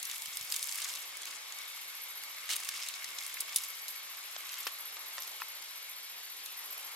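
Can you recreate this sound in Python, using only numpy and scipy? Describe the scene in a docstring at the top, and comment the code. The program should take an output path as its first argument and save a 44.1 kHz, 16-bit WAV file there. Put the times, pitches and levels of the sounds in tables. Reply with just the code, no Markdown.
"""A summer garden heard on a small two-port microphone: outdoor hiss in drifting patches, crickets far off
as a narrow noise whistle, and from the start gloved hands rustling dry vine leaves, in coloured snaps.
A katydid soon rasps close by on the left, ticks ringing its wing; stalks snap and a few dull knocks follow.
At about 2.5 s blades crunch through a stem, a dense crackle with ringing splits; then the shears clack,
and from about 4.7 s gloves slap a melon, whose rind rings in decaying modes under a scuff of noise."""
import sys
import numpy as np
from scipy import signal
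from scipy.io import wavfile
from scipy.ndimage import uniform_filter1d

SR = 44100
rng = np.random.default_rng(int(sys.argv[2]) if len(sys.argv) > 2 else 0)


def to_wav(sig):
    """Store sig (one row per channel, or 1-D mono) as 16-bit WAV at the path in sys.argv[1].

    Samples outside -1..1 are clipped; the rate is SR.
    """
    pcm = np.clip(np.atleast_2d(sig), -1, 1) * 32767
    pcm = np.round(pcm).astype(np.int16)
    wavfile.write(sys.argv[1], SR, pcm.T)  # frames by channels


N = 306627  # samples


def amp(db):
    """Turns dB into an amplitude factor."""
    return 10 ** (np.asarray(db) / 20)


def evened(x):
    """Scales a signal to rms 1."""
    return x / np.sqrt(np.mean(x ** 2) + 1e-20)


def read(points, hz):
    """Reads a spectrum table on a log-frequency axis."""
    f, value = np.transpose(points)
    return np.interp(np.log(hz + 1), np.log(f + 1), value)


def follow(rows, t, column=1):
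    """Reads a table column at times t, in straight lines between rows."""
    return np.interp(t, np.transpose(rows)[0], np.transpose(rows)[column])


def add(mix, s, sound):
    """Lays a sound into the mix at s seconds, cut off at the end."""
    part = mix[..., round(s * SR):][..., :sound.shape[-1]]
    part += sound[..., :part.shape[-1]]


def wander(size, count=N):
    """Slow chance of rms 1: noise averaged over size samples."""
    return evened(uniform_filter1d(rng.standard_normal(count), size))


def ring(x, hz, width):
    """One resonance of gain about 1 at its centre, width in Hz."""
    r = np.exp(-np.pi * width / SR)
    return 2 * signal.lfilter([1 - r], [1, -r * np.exp(2j * np.pi * hz / SR)], x).real


def colour(x, points):
    """Causal filter with the given dB spectrum (minimum phase)."""
    level = np.log(amp(read(points, abs(np.fft.fftfreq(2048, 1 / SR)))))
    spectrum = np.exp(level - 1j * signal.hilbert(level).imag)
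    taps = np.fft.ifft(spectrum).real[:800]
    return signal.oaconvolve(x, taps[None], axes=1)[:, :x.shape[1]]


def ports(a, b, alike, lead=0):
    """Two ports share part of a sound; the left hears the shared part lead samples early."""
    alike = np.clip(alike, 0, 1)
    return np.array([np.roll(a, -lead), alike * a + np.sqrt(1 - alike ** 2) * b])


def pan(db):
    """Gains of the two ports for a left-right difference in dB."""
    return amp([[db / 2], [-db / 2]])


# Colour of the open air at the microphone. Each row: frequency in Hz, relative density in dB per Hz.
AIR_COLOUR = [(18, -58), (30, -22), (185, -28.5), (306, -20), (694, -11.5), (881, -7.5), (1120, -4),
              (1530, -6), (2160, -1.5), (2740, -2), (3660, 0), (8530, -8), (12300, -8.5), (15200, -19.5),
              (16500, -46)]
# How much of the air both ports share. Each row: frequency in Hz, likeness from 0 to 1.
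AIR_LIKENESS = [(60, 0.14), (300, 0.4), (1200, 0.18), (2200, 0.049), (4000, 0.83), (9000, 0.48),
                (15000, .4)]
# Lean of the air between the ports. Each row: frequency in Hz, left-right difference in dB.
AIR_LEAN = [(60, 0), (180, 0), (550, 0), (1650, 3.5), (4970, 2), (15000, -5.5)]
# Swells of the low hiss. Each row: time in seconds, lift around 350 Hz in dB, lift around 900 Hz in dB.
LOW_SWELLS = [(0, 1.5, 1.5), (.7, 2, 2), (1.25, 7, 1), (1.6, 1.5, 1), (2.5, 1.5, 1.5), (3.3, 3, 2),
              (4.4, 1, 2), (5.3, 5, 3.5), (5.8, 0.5, 1.5), (6.4, 1.5, 1.5), (6.7, 4, 4), (6.95, 0, 8)]
AIR_DB = -46.5  # rms over both ports


def air():
    """Outdoor hiss: noise in drifting patches, reaching the left port first; its low part swells."""
    frames, hz = N // 256 + 5, np.fft.rfftfreq(1024, 1 / SR)
    a, b, c, d, patches = rng.standard_normal((frames, 513, 5)).T
    patches = uniform_filter1d(patches, size=12, axis=0)
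    patches = evened(uniform_filter1d(patches, size=10, axis=1))

    alike = np.clip(read(AIR_LIKENESS, hz), 0, 1)[:, None]
    left, own_right = a + 1j * b, c + 1j * d
    late = np.exp(-2j * np.pi * hz * 3 / SR)[:, None]  # 3 samples
    z = np.array([left, alike * left * late + np.sqrt(1 - alike ** 2) * own_right])

    t, octave = np.arange(frames) * 256 / SR, np.log2(hz + 1)[:, None]
    swell_db = np.exp(-((octave - np.log2(350)) / 1.24) ** 2) * follow(LOW_SWELLS, t)
    swell_db += np.exp(-((octave - np.log2(900)) / 1.04) ** 2) * follow(LOW_SWELLS, t, column=2)
    z *= amp(read(AIR_COLOUR, hz)[:, None] + 1.2 * patches + swell_db)
    z *= amp(np.outer([.5, -.5], read(AIR_LEAN, hz)))[..., None]
    hiss = signal.istft(z, nperseg=1024, noverlap=768)[1][:, :N]
    return amp(AIR_DB) * evened(hiss)


# The far crickets' loudness at the microphone. Each row: time in seconds, level in dB.
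CRICKET_LEVEL = [(0, -56), (.7, -54), (1.1, -59), (1.55, -55), (3.81, -54), (4.1, -60), (5.9, -58.5),
                 (6.5, -73), (6.95, -56)]


def crickets():
    """Many far crickets blur into one narrow, broken whistle: noise through two like resonances."""
    noise = rng.standard_normal((2, N))
    whistle = ring(ring(noise, 2199, 160), 2199, 160)
    whistle *= amp(2.0 * wander(size=1500))
    level = amp(follow(CRICKET_LEVEL, np.arange(N) / SR))
    return level * evened(whistle) * pan(3)


def crackle(points, per_s, spread_db, clump_db, t60, count=N):
    """Tiny snaps, each in its own pitch range and with a short rough tail, in clumps, a few large."""
    together, out = wander(size=250, count=count), np.zeros((2, count))
    t = np.arange(600) / SR
    for hz in np.geomspace(700, 14000, num=10):
        size = amp(spread_db * np.minimum(rng.exponential(1, (2, count)), 4))
        size *= rng.choice([-1., 1.], (2, count))
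        tail = rng.standard_normal(len(t)) * amp(-60 * t / t60)
        tail[0] = 3.4  # the snap itself
        tail /= np.linalg.norm(tail)
        onsets = size * (rng.random((2, count)) < per_s / SR)
        snaps = signal.oaconvolve(onsets, tail[None], axes=1)[:, :count]
        a, b = snaps + 0.12 * rng.standard_normal((2, count))
        clumps = amp(clump_db * (together + 1.07 * wander(size=400, count=count)))
        out += ring(ring(ports(a, b, 0.68) * clumps, hz, 0.6 * hz), hz, 0.65 * hz)
    return evened(colour(out, points))


# Colour of dry leaves close to the microphone. Each row: frequency in Hz, relative filter gain in dB.
LEAF_COLOUR = [(180, -70), (300, -21.5), (900, -17), (1120, 0), (1410, -5.5), (2140, -3), (2700, -2.5),
               (5250, -4), (12300, -12), (16000, -22.5)]
# Hands moving through leaves and cloth. Each row: time in seconds, level in dB,
# brightness in dB per octave, pivoting at 5 kHz.
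HAND_MOVES = [(0, -48.5, 5.5), (.14, -43.5, 1.5), (.21, -51.5, 9), (.3, -46, 2), (.45, -47.5, 3.5),
              (.56, -40.5, 2.5), (.63, -45, 7), (.74, -39.5, 4), (.84, -40, 2), (.96, -45.5, 3),
              (1.1, -50.5, 1), (1.2, -51, 0), (1.33, -45, 2.5), (1.41, -54, -0.5), (1.7, -51, 1),
              (2.2, -55, 1.5), (2.47, -51, -1.5), (2.56, -43, 3.5), (2.72, -43, 1), (2.87, -44, 2),
              (3.06, -49.5, -0.5), (3.25, -44.5, 2.5), (3.35, -48.5, 0.5), (3.5, -48.5, -0.5),
              (3.6, -43.5, 4), (3.84, -54, 0.5), (3.91, -48.5, 4), (4.05, -57, -3), (4.28, -51.5, 1.5),
              (4.37, -52, -1.5), (4.6, -45.5, -0.5), (4.85, -56, -1), (5.2, -52, 2.5), (5.5, -58.5, 2),
              (5.75, -59, 4), (6.1, -73, 6), (6.4, -57, 2), (6.95, -55, 4)]


def rustle():
    """Leaves and cloth under the hands: fine crackle, its colour tilted by brightness."""
    snaps = crackle(LEAF_COLOUR, per_s=200, spread_db=4.5, clump_db=2.0, t60=.011)
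    hz, t, z = signal.stft(snaps, SR, nperseg=256)
    octaves = np.log2(np.maximum(hz, 400) / 5000)[:, None]
    z *= amp(follow(HAND_MOVES, t) + follow(HAND_MOVES, t, column=2) * octaves)
    return signal.istft(z, SR, nperseg=256)[1][:, :N]


def swarm(t60, grit_db, blow_db):
    """A blow just after the first touch, within a dying swarm of smaller breaks."""
    t = np.arange(3500) / SR
    decay = np.minimum(t / .001, 1) * amp(-60 * t / max(t60, .005))
    grit = np.tanh(wander(size=20, count=len(t)))
    a, b = rng.standard_normal((2, len(t))) * amp(grit_db * grit)
    out = ports(a, b, 0.52) * decay
    out *= np.sqrt(2) * np.linalg.norm(decay) / np.linalg.norm(out)
    out[:, 50] += amp(blow_db)
    return out


def hit(db, bass_db, treble_db, t60, pan_db, hz, ring_db, grit_db, blow_db):
    """A break of the given colour; the piece that gives way rings briefly."""
    drive = swarm(t60, grit_db, blow_db)
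    shape = [(150, bass_db - 30), (500, bass_db - 10), (1300, bass_db), (2300, 0.51 * bass_db),
             (3300, 0.12 * bass_db), (6500, 0), (11000, treble_db), (16000, treble_db - 8.5)]
    ringing = ring(ring(drive, hz, 0.12 * hz), hz, 0.18 * hz)
    return amp(db) * (colour(drive, shape) + amp(ring_db) * ringing) * pan(pan_db)


# The loudest snaps of dry leaves and stalks. Each row: start in seconds, level in dB,
# bass at 1.3 kHz in dB, treble at 11 kHz in dB (both against 6.5 kHz), ring in Hz.
SNAPS = [(0.0279, -27, -21, 3, 6850), (0.0522, -25.5, -32, 1, 6000), (0.0974, -27.5, -5, -10, 4530),
         (.113, -26, -23, -1, 3690), (0.22, -29.5, -22, .5, 9000), (0.257, -27, -20, -2, 3250),
         (.3704, -24, -17, -1, 8760), (0.4103, -27, -27, -4, 7800), (.5013, -28, -28, -6, 7150),
         (.522, -20, -19, 0, 4940), (0.5393, -26, -22, -7, 3800), (0.5433, -26, -7, -5, 8700),
         (0.5619, -20, -30, -3, 7300), (0.5928, -29, -15, -4, 2230), (.627, -21.5, -30, -5, 9450),
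         (0.692, -24, -14, -11, 7550), (0.7232, -26.5, -20, -2, 6400), (.7866, -29, -20, -13, 6900),
         (.818, -24, -27, -8, 8500), (.824, -26, -23, -16, 5060), (.8394, -29, -28, -17, 6400),
         (0.845, -25.5, -30, -5, 6860), (.894, -27.5, -24, -15, 5440), (.9378, -28, -23, -12, 8300),
         (.9524, -28, -19, -10, 2420), (1.1692, -33.5, -13, 5, 2270), (1.2316, -30, -20, -20, 3450),
         (1.254, -29, -10, -3, 2460), (1.275, -32, -3, -5, 3830), (1.5227, -31.5, -15, -5, 6770),
         (1.5858, -32.5, -24, 1, 3730), (2.2357, -32, -21, 0, 2080), (2.5631, -24.5, -5, 3.5, 9500),
         (2.6008, -36, 7, 4, 2200), (2.6468, -36, -14, 6, 9150), (2.6885, -23, -7.5, 1.5, 5700),
         (2.8185, -27.5, -17, -27, 3230), (2.886, -25, -25, 0, 4360), (2.939, -28, -20, -15, 4400),
         (3.043, -24, -12, -10, 1980), (3.1853, -21.5, -20, -30, 3950), (3.2241, -29, -15, -15, 3490),
         (3.2636, -32, -9, 6, 10700), (3.341, -32, -20, 4, 9000), (3.493, -29, -22, -23, 3320),
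         (4.363, -29.5, 3.5, -30, 3050), (4.4057, -34, 0, -8, 2220), (4.491, -29.5, -30, -12, 4530),
         (4.529, -31, -16, -19, 3780), (4.5404, -31, -23, -6, 3760), (4.968, -34, 5, -23, 3990),
         (5.1805, -28.5, -13, -15, 1920), (5.2212, -31, -22, -12, 5800), (5.233, -30, -22, -14, 5150),
         (5.2758, -32, -1, -15, 3240), (5.623, -32.5, -18, -12, 4950), (6.4595, -30, -13, -1, 4230)]
SNAP_T60, SNAP_PAN_DB = 0.023, 0  # s, left-right dB
SNAP_RING_DB, RING_DB_PER_OCTAVE = 1.5, -3.5  # at 5 kHz; thick stalks ring lower and stronger


def cracks():
    """Dry leaves and stalks snap: short noise bursts, each with a ring of its own pitch."""
    out = np.zeros((2, N))
    for s, db, bass_db, treble_db, hz in SNAPS:
        ring_db = SNAP_RING_DB + RING_DB_PER_OCTAVE * np.log2(hz / 5000)
        add(out, s, hit(db, bass_db, treble_db, SNAP_T60, SNAP_PAN_DB, hz, ring_db, grit_db=3.0, blow_db=10))
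    return out


# Two pulls and a slide back of the wings.
# Each row: peak in seconds, half width in seconds (to 1/e), relative level in dB.
WING_STROKE = [(.012, 0.0043, -4), (.03, .005, -3), (.046, 0.0047, -13.5)]
# Resonances of the wing. Each row: frequency in Hz, width in Hz, relative level in dB.
WING_MODES = [(10400, 150, -7), (10770, 160, -7.5), (11230, 250, -8), (11600, 86, 0.5), (11940, 160, -7.5),
              (12290, 165, 1.5), (12750, 130, 0), (13080, 400, -8), (14100, 500, -20)]
# Three phrases, drifting a little around 14 strokes a second. Each row: time in seconds, strokes done.
STROKE_COUNTS = [
    [(.062, 0), (.488, 6), (1.047, 14)],
    [(1.47, 0), (1.803, 5), (2.076, 9), (2.427, 14)],
    [(3.002, 0), (3.401, 6), (3.878, 13), (4.371, 20), (4.982, 29), (5.404, 35), (5.817, 41), (6.63, 53),
     (6.905, 57)],
]
# Effort of the katydid. Each row: time in seconds, drive in dB before the wing rings.
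KATYDID_EFFORT = [(.06, -47.5), (.49, -47), (.66, -55), (1.05, -49), (1.47, -55), (1.67, -49),
                  (2.08, -45.5), (2.43, -50.5), (3.0, -54), (3.3, -47), (3.47, -50), (3.68, -45),
                  (4.27, -48.5), (4.55, -45), (5.2, -46), (5.65, -49.5), (5.85, -46.5), (6.4, -49),
                  (6.63, -44), (6.91, -47.5)]
# The wings stay in fading touch between the pulls.
CONTACT_DB, CONTACT_DB_PER_S, STROKE_S = -6.5, -100, .066


def katydid(teeth_hz=590, jitter=0.19, blur=0.46, sway_db=0.5):
    """Close by on the left, a scraper ticks over file teeth and rings the wing; foliage blurs it."""
    t, push = np.arange(0, STROKE_S, 1 / SR), np.zeros(N)
    pulls = sum(amp(db) * np.exp(-((t - s) / half) ** 2) for s, half, db in WING_STROKE)
    contact = amp(CONTACT_DB + CONTACT_DB_PER_S * t)
    shape = (pulls + contact) * signal.windows.tukey(len(t), .3)
    for phrase in STROKE_COUNTS:
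        when, done = np.transpose(phrase)
        for s in np.interp(np.arange(done[-1] + 1), done, when):
            add(push, s, amp(follow(KATYDID_EFFORT, s) + 1.2 * rng.standard_normal()) * shape)

    teeth_passed = np.cumsum(teeth_hz * (1 + jitter * wander(size=300))) / SR
    at_tooth = np.diff(np.floor(teeth_passed), prepend=0) > 0
    ticks = evened(at_tooth * amp(1.7 * rng.standard_normal(N)))
    direct, scattered = ticks + blur * rng.standard_normal(N), rng.standard_normal(N)
    # half of the push, in dB, drives the wing and half shapes its sound
    drive = ports(evened(direct), scattered, 0.82, lead=3) * np.sqrt(push)

    wing = np.zeros((2, N))
    for k, (hz, width, db) in enumerate(WING_MODES):  # the wing angle favours now one mode, now another
        sway = amp(db + sway_db * wander(size=4000))
        wing += (-1) ** k * sway * ring(ring(drive, hz, width), hz, 900)
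    return amp(15.5) * wing * np.sqrt(push) * pan(.6)


# Dull knocks carried to the microphone. Each row: start in seconds, level in dB, frequency in Hz.
KNOCKS = [(0.278, -60, 150), (.407, -56, 110), (.433, -61, 130)]


def bumps():
    """One slow push and rebound each: a cycle and a half of a sine under a smooth window."""
    out = np.zeros(N)
    for s, db, hz in KNOCKS:
        turns = np.arange(0, 1.5, hz / SR)
        add(out, s, amp(db) * np.sin(2 * np.pi * turns) * np.hanning(len(turns)))
    return out


# Colour of the stem under the blades. Each row: frequency in Hz, relative filter gain in dB.
STEM_COLOUR = [(200, -40), (600, -16), (1150, -12), (2000, -8), (3000, -0.5), (6000, -6), (9000, -9),
               (13000, -12), (16000, -16)]
# Blades bite, crunch through the stem, let go.
CUT_AT_S, CUT_DB, BITE_S, CRUNCH_S, BITE_DB, LET_GO_DB_PER_S = 2.49, -35, 0.024, 0.021, -6, -500


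def cut():
    """Fibres part in a dense crunch that swells with the bite, holds, then falls away."""
    t = np.arange(SR // 8) / SR
    level_db = CUT_DB + BITE_DB * np.maximum(1 - t / BITE_S, 0)
    level_db += LET_GO_DB_PER_S * np.maximum(t - BITE_S - CRUNCH_S, 0)
    crunch = crackle(STEM_COLOUR, per_s=700, spread_db=1.5, clump_db=1.0, t60=0.0054, count=len(t))
    return crunch * amp(level_db)


# The stem splits under the blade. Each row: start in seconds, level in dB, ring in Hz, ring level in dB.
STEM_SPLITS = [(2.4915, -28, 2050, 12), (2.5017, -23, 3020, 2), (2.5065, -27.5, 2980, 10),
               (2.512, -28, 3190, 1), (2.5322, -28, 5850, -8)]
SPLIT_BASS_DB, SPLIT_TREBLE_DB, SPLIT_T60, SPLIT_PAN_DB = -8, -9, .04, -1.5  # T60 in s


def splits():
    """The stem splits: rough bursts a little to the right, each ringing at its own pitch."""
    out = np.zeros((2, N))
    for s, db, hz, ring_db in STEM_SPLITS:
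        add(out, s, hit(db, SPLIT_BASS_DB, SPLIT_TREBLE_DB, SPLIT_T60, SPLIT_PAN_DB, hz, ring_db,
                        grit_db=8.0, blow_db=13))
    return out


# The shears clack. Each row: start in seconds, level in dB, treble at 11 kHz against 6.5 kHz in dB.
CLACKS = [(3.4027, -31, 2), (3.405, -28, 10), (3.5433, -37, 3), (3.5597, -17, 4), (3.583, -27.5, -4),
          (3.881, -28, -6), (3.9025, -41, -8)]
SHEARS_BASS_DB, SHEARS_T60, SHEARS_HZ, SHEARS_RING_DB = -27, 0.044, 11000, -4  # T60 in s


def shears():
    """The shears clack: thin, bright bursts with one high ring, midway between the ports."""
    out = np.zeros((2, N))
    for s, db, treble_db in CLACKS:
        add(out, s, hit(db, SHEARS_BASS_DB, treble_db, SHEARS_T60, 0, SHEARS_HZ, SHEARS_RING_DB,
                        grit_db=4.0, blow_db=7))
    return out


# Modes of the melon rind. Each row: frequency in Hz, relative level in dB, 60 dB decay in seconds.
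RIND_MODES = [(350, -37, 0.015), (555, -12, 0.038), (1100, -7, 0.038), (1335, 3, 0.012), (1770, 3, 0.0094),
              (2630, -0.5, 0.015), (3570, -8, 0.019), (5170, 8.5, 0.011), (6540, -15, .006)]
# Colour of glove on rind. Each row: frequency in Hz, filter gain in dB.
SCUFF_COLOUR = [(200, -28), (600, -14), (1300, 1), (2600, 5.5), (5000, -3.5), (9000, -6), (16000, -11)]


def pat(db, low_hz, top_hz, scuff_db, pan_db):
    """The blow rings the rind; where and how softly it lands sets which modes speak; the glove scuffs on."""
    t = np.arange(3500) / SR
    reach = [(0.083 * low_hz, -45), (0.84 * low_hz, -14), (low_hz, 0),
             (top_hz, 0), (2.0 * top_hz, -20), (3 * top_hz, -40)]
    modes = np.zeros(len(t))
    for hz, mode_db, t60 in RIND_MODES:
        pitch = hz * rng.uniform(0.96, 1.04)
        modes += amp(mode_db - 60 * t / t60) * np.sin(2 * np.pi * pitch * t)
    scuff = amp(scuff_db) * colour(swarm(0.058, grit_db=5.0, blow_db=-20), SCUFF_COLOUR)
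    return (amp(db) * colour(modes[None], reach) + scuff) * pan(pan_db)


# Gloves slap the melon. Each row: start in seconds, level in dB, lowest mode reached in Hz,
# highest mode reached in Hz, scuff level in dB, left-right difference in dB.
MELON_SLAPS = [(4.6685, -34.5, 360, 5950, -24.5, 1.5), (5.1813, -38, 560, 1900, -43, 3),
               (5.402, -45, 900, 1500, -39, -5), (5.4192, -31.5, 830, 3180, -42, 2.5)]


def pats():
    """Gloved slaps on the melon, each reaching its own range of rind modes."""
    out = np.zeros((2, N))
    for s, *row in MELON_SLAPS:
        add(out, s, pat(*row))
    return out


def scene():
    """All sources of the garden summed at the two ports."""
    mix = air() + crickets() + rustle() + cracks() + katydid() + bumps()
    add(mix, CUT_AT_S, cut())
    return mix + splits() + shears() + pats()


EDGE_HZ = 15950


def record(dry):
    """The band limit: a steep low-pass at EDGE_HZ."""
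    taps = signal.firwin(511, EDGE_HZ, window=("kaiser", 9), fs=SR)
    return signal.oaconvolve(dry, taps[None], "same")


dry = scene()
out = record(dry)
to_wav(out)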